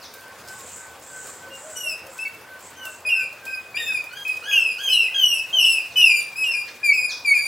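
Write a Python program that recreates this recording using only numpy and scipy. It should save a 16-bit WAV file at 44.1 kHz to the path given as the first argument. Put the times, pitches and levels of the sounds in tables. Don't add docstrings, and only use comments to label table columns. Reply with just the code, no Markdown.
import sys
import numpy as np
from scipy import signal
from scipy.fft import rfft, irfft, next_fast_len
from scipy.io import wavfile
from scipy.ndimage import uniform_filter1d, map_coordinates

SR = 44100
rng = np.random.default_rng(int(sys.argv[2]) if len(sys.argv) > 2 else 0)


def output_pcm(signal):
    pcm = np.clip(np.atleast_2d(signal).T, -1, 1) * 32767
    wavfile.write(sys.argv[1], SR, np.round(pcm).astype(np.int16))


N = 329427


def amp(db):
    return 10 ** (np.asarray(db) / 20)


def unit(x):
    return x / np.sqrt(np.mean(x ** 2) + 1e-20)


def along(points, hz):
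    f, v = np.transpose(points)
    return np.interp(np.log(hz + 1), np.log(f + 1), v)


def wobble(rate, size=N):
    knots = rng.standard_normal(int(size * rate / SR) + 4)
    return map_coordinates(knots, [np.arange(size) * rate / SR])


def filtered(x, response):
    m = next_fast_len(N + SR // 2)
    return irfft(rfft(x, m) * response(np.fft.rfftfreq(m, 1 / SR)), m)[..., :N]


def resonances(modes):
    def response(f):
        total = 0
        for k, (centre, width, db) in enumerate(modes):
            damping = 1j * f * width
            total = total + (-1) ** k * amp(db) * damping / (centre ** 2 - f * f + damping)
        return total
    return response


def add(track, s, sound):
    part = track[round(s * SR):][:len(sound)]
    part += sound[:len(part)]


def whistles(table, octave_db, sag, flat):
    out = np.zeros(N)
    for s, length, start_hz, end_hz, db in table:
        u = np.linspace(0, 1, round(length * SR))
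        phase = 2 * np.pi * np.cumsum(start_hz + (end_hz - start_hz) * u ** sag) / SR
        octave = amp(octave_db) * (2 * start_hz < SR / 2) * np.sin(2 * phase)
        swell = np.abs(np.sin(np.pi * u)) ** flat
        add(out, s, amp(db) * swell * (np.sin(phase) + octave))
    return out


# start_s, length_s, start_hz, turn_s, turn_hz, end_hz, peak_s, level_db, overtone_db
# (turn_s and peak_s count from the note's start)
HORNBILL_NOTES = [ (1.5, 0.079, 2830, 0.041, 2817, 2760, 0.044, -44, -74),
                  (1.755, 0.19, 2944, 0.048, 2925, 2510, .12, -27, -51),
                  (2.187, 0.06, 2554, 0.026, 2622, 2703, .033, -24, -60),
                  (2.252, 0.022, 2260, .014, 2258, 2280, .003, -28.5, -54),
                  (2.76, .13, 3110, 0.066, 2970, 2595, 0.12, -36.5, -66.5),
                  (3.05, 0.056, 2467, .025, 2491, 2510, 0.051, -17, -52),
                  (3.092, .16, 2855, 0.027, 2753, 2350, 0.038, -18.5, -57),
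                  (3.465, .105, 2496, 0.053, 2515, 2460, 0.032, -24, -63.5),
                  (3.742, 0.047, 2325, 0.025, 2398, 2580, 0.054, -21, -52),
                  (3.862, 0.13, 2598, 0.1, 2482, 2310, .065, -19.5, -57),
                  (4.25, 0.087, 2510, 0.052, 2528, 2450, 0.033, -20, -61),
                  (4.512, 0.043, 2480, 0.025, 2542, 2570, 0.018, -17.5, -59),
                  (4.53, .21, 2914, 0.062, 2702, 2451, 0.044, -15, -57.5),
                  (4.885, 0.067, 2480, 0.033, 2630, 2640, 0.12, -11.5, -48),
                  (4.925, 0.039, 4160, 0.033, 3880, 3900, .003, -26.5, -54),
                  (5.082, 0.014, 2080, .009, 2010, 1960, .017, -29, -58),
                  (5.32, 0.095, 2550, 0.041, 2663, 2582, 0.069, -21.5, -57),
                  (5.595, 0.027, 2640, .017, 2627, 2610, 0.031, -20, -56),
                  (5.64, 0.18, 2956, .03, 2844, 2426, 0.009, -14, -55.5),
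                  (5.957, 0.27, 2999, 0.18, 2399, 2369, 0.084, -10.5, -47),
                  (5.957, 0.069, 2500, 0.032, 2590, 2570, 0.066, -18, -51),
                  (6.355, 0.1, 2420, 0.033, 2585, 2515, 0.11, -16.5, -50.5),
                  (6.44, 0.11, 2876, 0.042, 2760, 2614, 0.034, -22.5, -56.5),
                  (6.535, 0.093, 2440, 0.062, 2423, 2412, 0.0025, -20.5, -54.5),
                  (6.83, 0.092, 2457, 0.038, 2371, 2220, 0.072, -11.5, -48.5),
                  (6.927, 0.15, 2630, 0.042, 2497, 2426, 0.052, -16.5, -49),
                  (7.247, 0.086, 2427, 0.034, 2310, 2182, 0.068, -14, -46.5),
                  (7.338, 0.17, 2486, 0.05, 2346, 2349, 0.0026, -14.5, -47.5)]
# the same columns, then break_s (how long it lasts), half_pitch_db
BROKEN_NOTES = [ (3.765, 0.13, 3280, 0.024, 3750, 3530, 0.063, -30.5, -57.5, 0.061, -40.5),
                (4.09, 0.17, 2687, 0.095, 3245, 3163, 0.13, -38, -67.5, 0.097, -46),
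                (4.425, .175, 2634, 0.067, 3320, 3053, 0.093, -30, -56.5, 0.13, -43.5),
                (4.78, .305, 2730, .045, 3310, 2443, 0.18, -14.5, -53.5, 0.071, -41),
                (5.142, 0.23, 3275, .14, 2874, 2746, 0.094, -16, -48.5, 0.064, -46.5),
                (5.527, 0.223, 3158, .13, 2665, 2615, 0.059, -15.5, -44.5, 0.032, -54)]
# multiple, level_db on top of overtone_db
OVERTONE_LINES = [(2, 13), (3, 5), (4, 8), (5, -1), (6, -5)]
# multiple, level_db on top of half_pitch_db
HALF_PITCH_LINES = [(.5, 2), (1.5, -6.5), (2.5, -11)]
SWELL_DB_PER_S, FADE_DB_PER_S = 130, 81
MEND_DB_PER_S = 300
OPEN_S, OPEN_DB = 0.015, 7
LEAP_S = 0.05
GRAIN_DB = 2.5


def hornbills():
    out = np.zeros((2, N))
    for note in list(HORNBILL_NOTES) + list(BROKEN_NOTES):
        s, length, start_hz, turn_s, turn_hz, end_hz, peak_s, peak_db, over_db, *crack = note
        t = np.arange(round(length * SR)) / SR
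        chance = lambda rate: wobble(rate, size=len(t))

        ease = np.sin(np.pi / 2 * np.minimum(t / turn_s, 1)) ** (1 if turn_hz > start_hz else 2)
        slide = np.maximum(t - turn_s, 0) / (length - turn_s)
        hz = start_hz + (turn_hz - start_hz) * ease + (end_hz - turn_hz) * slide

        rise_db = SWELL_DB_PER_S * np.maximum(peak_s - t, 0)
        fall_db = FADE_DB_PER_S * np.maximum(t - peak_s, 0)
        db = peak_db - rise_db - fall_db
        opening_s = OPEN_S + (min(turn_s, LEAP_S) if crack else 0)
        shut_db = OPEN_DB * np.clip(1 - t / opening_s, 0, 1)

        lines = [(k, over_db + g - k * shut_db) for k, g in OVERTONE_LINES]
        rasp = 0
        if crack:
            break_s, half_pitch_db = crack
            half_db = half_pitch_db - MEND_DB_PER_S * np.maximum(t - break_s, 0)
            rasp = np.clip(1 + (half_db - db) / 35, 0, 1)
            lines += [(k, half_db + g - 0.023 * np.maximum(k * hz - 4900, 0)) for k, g in HALF_PITCH_LINES]

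        jitter = 0.002 * chance(60) + (0.005 + 0.012 * rasp) * chance(250)
        smooth_hz = uniform_filter1d(hz, size=500, mode="nearest")
        phase = 2 * np.pi * np.cumsum(smooth_hz * (1 + jitter)) / SR
        edges = np.clip(t / 0.0036, 0, 1) * np.clip((length - t) / 0.013, 0, 1)
        breath = amp((1 + 4 * rasp) * chance(120)) * edges
        for track in out:
            sway = phase + 0.072 * chance(13.5)
            tone = 0
            for k, line_db in lines:
                flicker_db = 4.36 * chance(37.0) + GRAIN_DB * chance(261.4)
                tone = tone + amp(line_db + flicker_db) * np.sin(k * sway) * (k * hz < SR / 2)
            add(track, s, breath * (amp(db) * np.sin(phase) + tone))
    return out + voice_cracks()


# start_s, length_s, start_hz, end_hz, level_db
CRACK_SLURS = [(3.088, 0.013, 3230, 2800, -36), (3.762, 0.021, 2380, 3120, -21.5),
               (3.88, 0.056, 1714, 1420, -39), (4.58, 0.037, 1607, 1310, -41),
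               (4.506, 0.017, 2900, 2440, -26), (4.882, 0.014, 3050, 2560, -23),
               (4.922, 0.022, 3076, 2770, -21), (5.64, 0.025, 3580, 2950, -31.5),
               (6.012, 0.017, 4080, 2900, -33), (6.438, 0.019, 3324, 2650, -32)]


def voice_cracks():
    grain = amp(2 * GRAIN_DB * wobble(500) - 4.5)
    return whistles(CRACK_SLURS, -31, sag=1.26, flat=0.77) * grain


# delay_s, level_db
TRUNK_AND_WALL = [(.012, 2), (.027, -3), (.103, -15.5), (.2, -19)]


def echoes(x):
    def response(hz):
        returns = sum(amp(db) * np.exp(-2j * np.pi * hz * s) for s, db in TRUNK_AND_WALL)
        return returns / (1 + 1j * hz / 5000)
    return filtered(x, response)


# start_s, level_db, tap_db (a relative level for the low tap)
NEAR_DROPS = [(0.1386, -39, -3), (0.476, -46, 9), (0.4846, -47.5, 17), (0.605, -45, 6), (0.7652, -43, -4),
              (1.27, -43, 6), (1.553, -44, -4), (2.0657, -42, -2), (2.178, -44, 9), (2.2775, -43, -5),
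              (2.606, -46, -6), (2.8527, -31.5, -24), (3.3268, -47, -2), (3.453, -40.5, 9.5),
              (4.04, -42, -10), (4.1294, -45, -17), (4.2782, -36, -9), (4.37, -47, 13)]


def drops():
    splash, tap = np.zeros((2, N)), np.zeros(N)
    t = np.arange(SR // 20) / SR
    patter = [(s * N / SR, -56 + 11 * u ** 3, -8) for s, u in rng.uniform(size=(220, 2))]
    decay = amp(-60 * t / 0.032) + 0.39 * amp(-60 * t / 0.078)
    onset = 1 - np.exp(-t / 0.00017)
    for s, db, tap_db in list(NEAR_DROPS) + patter:
        burst = amp(db) * decay * onset * rng.standard_normal((3, len(t)))
        add(splash[0], s, burst[0] + 0.41 * burst[1])
        add(splash[1], s, burst[0] - 0.15 * burst[1])
        add(tap, s, amp(tap_db) * burst[2])
    bright = filtered(splash, resonances([(12900, 30000, 0.019)]))
    return bright + filtered(tap, resonances([(5100, 2700, 0)]))


# start_s, length_s, level_db
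INSECT_BOUTS = [(0.473, 0.53, -42), (1.017, 0.49, -41.5), (1.529, 0.45, -41.5), (2.09, 0.16, -47),
                (2.61, 0.095, -45.5), (2.832, 0.18, -46)]
# centre_hz, width_hz, level_db
WING_RESONANCES = [(7430, 1900, 21), (9500, 1800, 6)]
STROKES_PER_S = 72.3
BOUT_PEAK = 0.54
BOUT_SWELL_DB, BOUT_FADE_DB = 7, 28.5


def insect():
    t = np.arange(N) / SR
    stroke = 2 * np.pi * STROKES_PER_S * t
    scrape = amp(5.9 * np.cos(stroke) + 7.4 * np.cos(2 * stroke)) * rng.standard_normal(N)
    wings = resonances(WING_RESONANCES)
    buzz = unit(filtered(scrape, lambda f: wings(f) ** 2))
    level = np.zeros(N)
    for s, d, db in INSECT_BOUTS:
        times = [s, s + BOUT_PEAK * d, s + d]
        levels = [db - BOUT_SWELL_DB, db, db - BOUT_FADE_DB]
        level += amp(np.interp(t, times, levels, left=-120, right=-120))
    return uniform_filter1d(level, size=1200) * buzz


# start_s, level_db
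FINCH_TIMES = [(.008, -46), (5.665, -49), (5.89, -52), (6.17, -50), (6.415, -52), (6.655, -54),
               (7.075, -34), (7.335, -52)]
# delay_s, length_s, start_hz, end_hz, level_db on top of the call's
FINCH_SWEEPS = [(.004, 0.044, 5520, 3200, 6), (0.016, .055, 7380, 4210, 4)]


def finch():
    sweeps = [(s + lag, length, start_hz, end_hz, db + g)
              for s, db in FINCH_TIMES for lag, length, start_hz, end_hz, g in FINCH_SWEEPS]
    return whistles(sweeps, -24, sag=0.8, flat=0.7) * amp(2 * wobble(150))


# start_s, length_s, level_db
WING_BEAT = (6.672, 0.03, -32.5)


def flap():
    s, length, db = WING_BEAT
    size = round(length * SR)
    puff = np.zeros(N)
    add(puff, s, np.hanning(size) * rng.standard_normal(size))
    return amp(db) * filtered(puff, resonances([(1740, 590, 6.9), (4900, 910, 3)]))


# start_s, length_s, pitch_hz (middle of the glide), level_db
SOFT_HORNBILL_NOTES = [(0.139, 0.18, 1546, -47), (.46, 0.15, 1523, -45.5), (.77, 0.2, 1520, -48),
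                       (1.1, 0.17, 1524, -46), (1.4, 0.16, 1514, -44.5), (1.72, 0.17, 1491, -44.5),
                       (2.16, .15, 1507, -45.5), (2.45, 0.14, 1528, -45.5), (2.77, 0.18, 1527, -42.5),
                       (3.15, 0.094, 1527, -40), (3.426, 0.22, 1558, -40), (5.971, 0.03, 1775, -48.5),
                       (6.255, 0.048, 1760, -54), (6.55, 0.038, 1650, -51), (6.812, 0.061, 1680, -47),
                       (7.09, 0.039, 1710, -47), (7.365, 0.056, 1700, -46)]
# multiple, level_db on top of the note's
SOFT_HORNBILL_OVERTONES = [(6, -20), (8, -18)]
# start_s, length_s, start_hz, end_hz, level_db
DOVE_NOTES = [(1.25, 0.16, 507, 491, -52.5), (1.44, .13, 538, 547, -45.5), (1.61, 0.049, 540, 632, -40),
              (1.66, 0.07, 643, 603, -44.5), (1.83, 0.047, 556, 663, -41.5), (1.88, 0.072, 656, 618, -47.5),
              (2.04, 0.061, 559, 540, -42), (2.84, 0.087, 642, 604, -49.5), (3.05, 0.031, 584, 658, -43),
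              (3.33, 0.025, 614, 563, -41.5), (5.33, 0.079, 552, 611, -47), (5.53, 0.063, 667, 652, -46.5),
              (5.85, 0.087, 706, 665, -54)]
# start_s, level_db
PIP_TIMES = [(.3, -46), (.58, -44), (1.021, -50)]
PIPING_SAG_HZ = 31.6
PIP_S, PIP_HZ = 0.052, 1084


def soft_birds():
    piping = [(s, d, hz + PIPING_SAG_HZ / 2, hz - PIPING_SAG_HZ / 2, db) for s, d, hz, db in SOFT_HORNBILL_NOTES]
    hornbill = whistles(piping, -26, sag=1.14, flat=0.22)
    dove = amp(-1.5) * whistles(DOVE_NOTES, -29, sag=1.25, flat=0.15)
    pips = whistles([(s, PIP_S, PIP_HZ, PIP_HZ, db) for s, db in PIP_TIMES], -30, sag=1, flat=0.6)
    soft = (hornbill + dove + pips) * amp(2.2 * wobble(30))
    for k, g in SOFT_HORNBILL_OVERTONES:
        overtone = [(s, d, k * start_hz, k * end_hz, db + g) for s, d, start_hz, end_hz, db in piping]
        soft = soft + whistles(overtone, -60, sag=1.33, flat=0.4)
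    return soft


# pitch_hz, t60_s
GARDEN_DECAY = [(500, 0.33), (2500, 0.4), (6000, 0.39), (12000, 0.22)]
# pitch_hz, level_db
LEAF_SCATTER = [(600, 6), (1600, 2), (3000, 1.5), (6000, -0.5), (11000, 2)]
# pitch_hz, level_db
SIDE_SCATTER = [(500, -22), (2500, -11.5), (5000, -9.5), (10000, -17.5)]


def garden(x):
    hz, t, z = signal.stft(rng.standard_normal((2, SR // 2)), SR, nperseg=256)
    z *= amp(along(LEAF_SCATTER, hz))[:, None]
    z[1] *= amp(along(SIDE_SCATTER, hz))[:, None]
    decay = amp(-60 * t / along(GARDEN_DECAY, hz)[:, None])
    front, sides = signal.istft(z * decay, SR, nperseg=256)[1]
    tail = np.array([front + sides, front - sides]) / np.linalg.norm(front)
    return signal.fftconvolve(x[None], tail, axes=1)[:, :N]


# pitch_hz, likeness (1 is identical)
CHANNEL_LIKENESS = [(60, 0.998), (180, .995), (550, 0.975), (1650, 0.95), (4970, 0.72), (15000, .8)]


def rush(spectrum, patchy_db):
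    z = signal.stft(rng.standard_normal((2, N)), nperseg=512)[2]
    field = uniform_filter1d(rng.standard_normal(z.shape[1:]), size=6, axis=0)
    field = uniform_filter1d(field, size=10, axis=1)
    pair = signal.istft(z * amp(patchy_db * unit(field)), nperseg=512)[1][:, :N]

    def response(hz):
        turn = np.arccos(np.clip(along(CHANNEL_LIKENESS, hz), -1, 1)) / 2
        return amp(along(spectrum, hz)) * [np.cos(turn), np.sin(turn)]
    mid, side = filtered(pair, response)
    return unit(np.array([mid + side, mid - side]))


# start_s, wash_db (far), hiss_db (near)
RAIN_LEVELS = [(0.0, -47.5, -65.5), (3.2, -48.5, -68), (5.2, -50.5, -62), (7.26, -50, -67),
               (7.47, -51, -61)]
# pitch_hz, level_db
WASH_SPECTRUM = [(15, -81), (25, -42), (86, -7), (159, -13), (387, -9), (499, -4), (631, -7.5),
                 (1070, -6.5), (1380, -9.5), (1510, -5.5), (1670, -11), (1860, -11.5), (4000, -25),
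                 (5200, -23.5), (8800, -120)]
# pitch_hz, level_db
HISS_SPECTRUM = [(1470, -24), (2500, -14), (2810, -18), (8200, -21), (8940, -23.5), (9960, -24),
                 (12700, -26), (16000, -23)]


def rain():
    s, wash_db, hiss_db = np.transpose(RAIN_LEVELS)
    t = np.arange(N) / SR
    wash_gain = amp(np.interp(t, s, wash_db) + 2.5 + 0.097 * wobble(2.43))
    wash = wash_gain * rush(WASH_SPECTRUM, patchy_db=2.0)
    flurry_db = 0.49 * wobble(10) + 1.6 * np.minimum(np.abs(wobble(30)), 2) ** 1.63
    hiss_gain = amp(np.interp(t, s, hiss_db) + 15.0 + flurry_db)
    return wash + hiss_gain * rush(HISS_SPECTRUM, patchy_db=2.0)


def scene():
    birds, ticks, buzz = hornbills(), drops(), insect()
    chirps, wing, soft = finch(), flap(), soft_birds()
    near_birds = (amp(1.5) * birds + amp(-7.0) * echoes(birds)) * amp([[0.3], [-0.3]])
    direct = near_birds + ticks + amp(-3) * chirps + amp(1.0) * soft + wing
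    direct = direct + buzz * amp([[-5.5], [-6.5]])
    to_garden = amp(-1.0) * birds[0] + amp(-2.0) * ticks[0] + amp(2.0) * buzz + wing
    to_garden = to_garden + amp(-5.5) * soft + amp(0.5) * chirps
    return direct + garden(to_garden) + rain()


TOP_HZ = 15900


def record(dry):
    return filtered(dry, lambda hz: (hz < TOP_HZ) / (1 + (45 / (hz + 1)) ** 4))


dry = scene()
out = record(dry)
output_pcm(out)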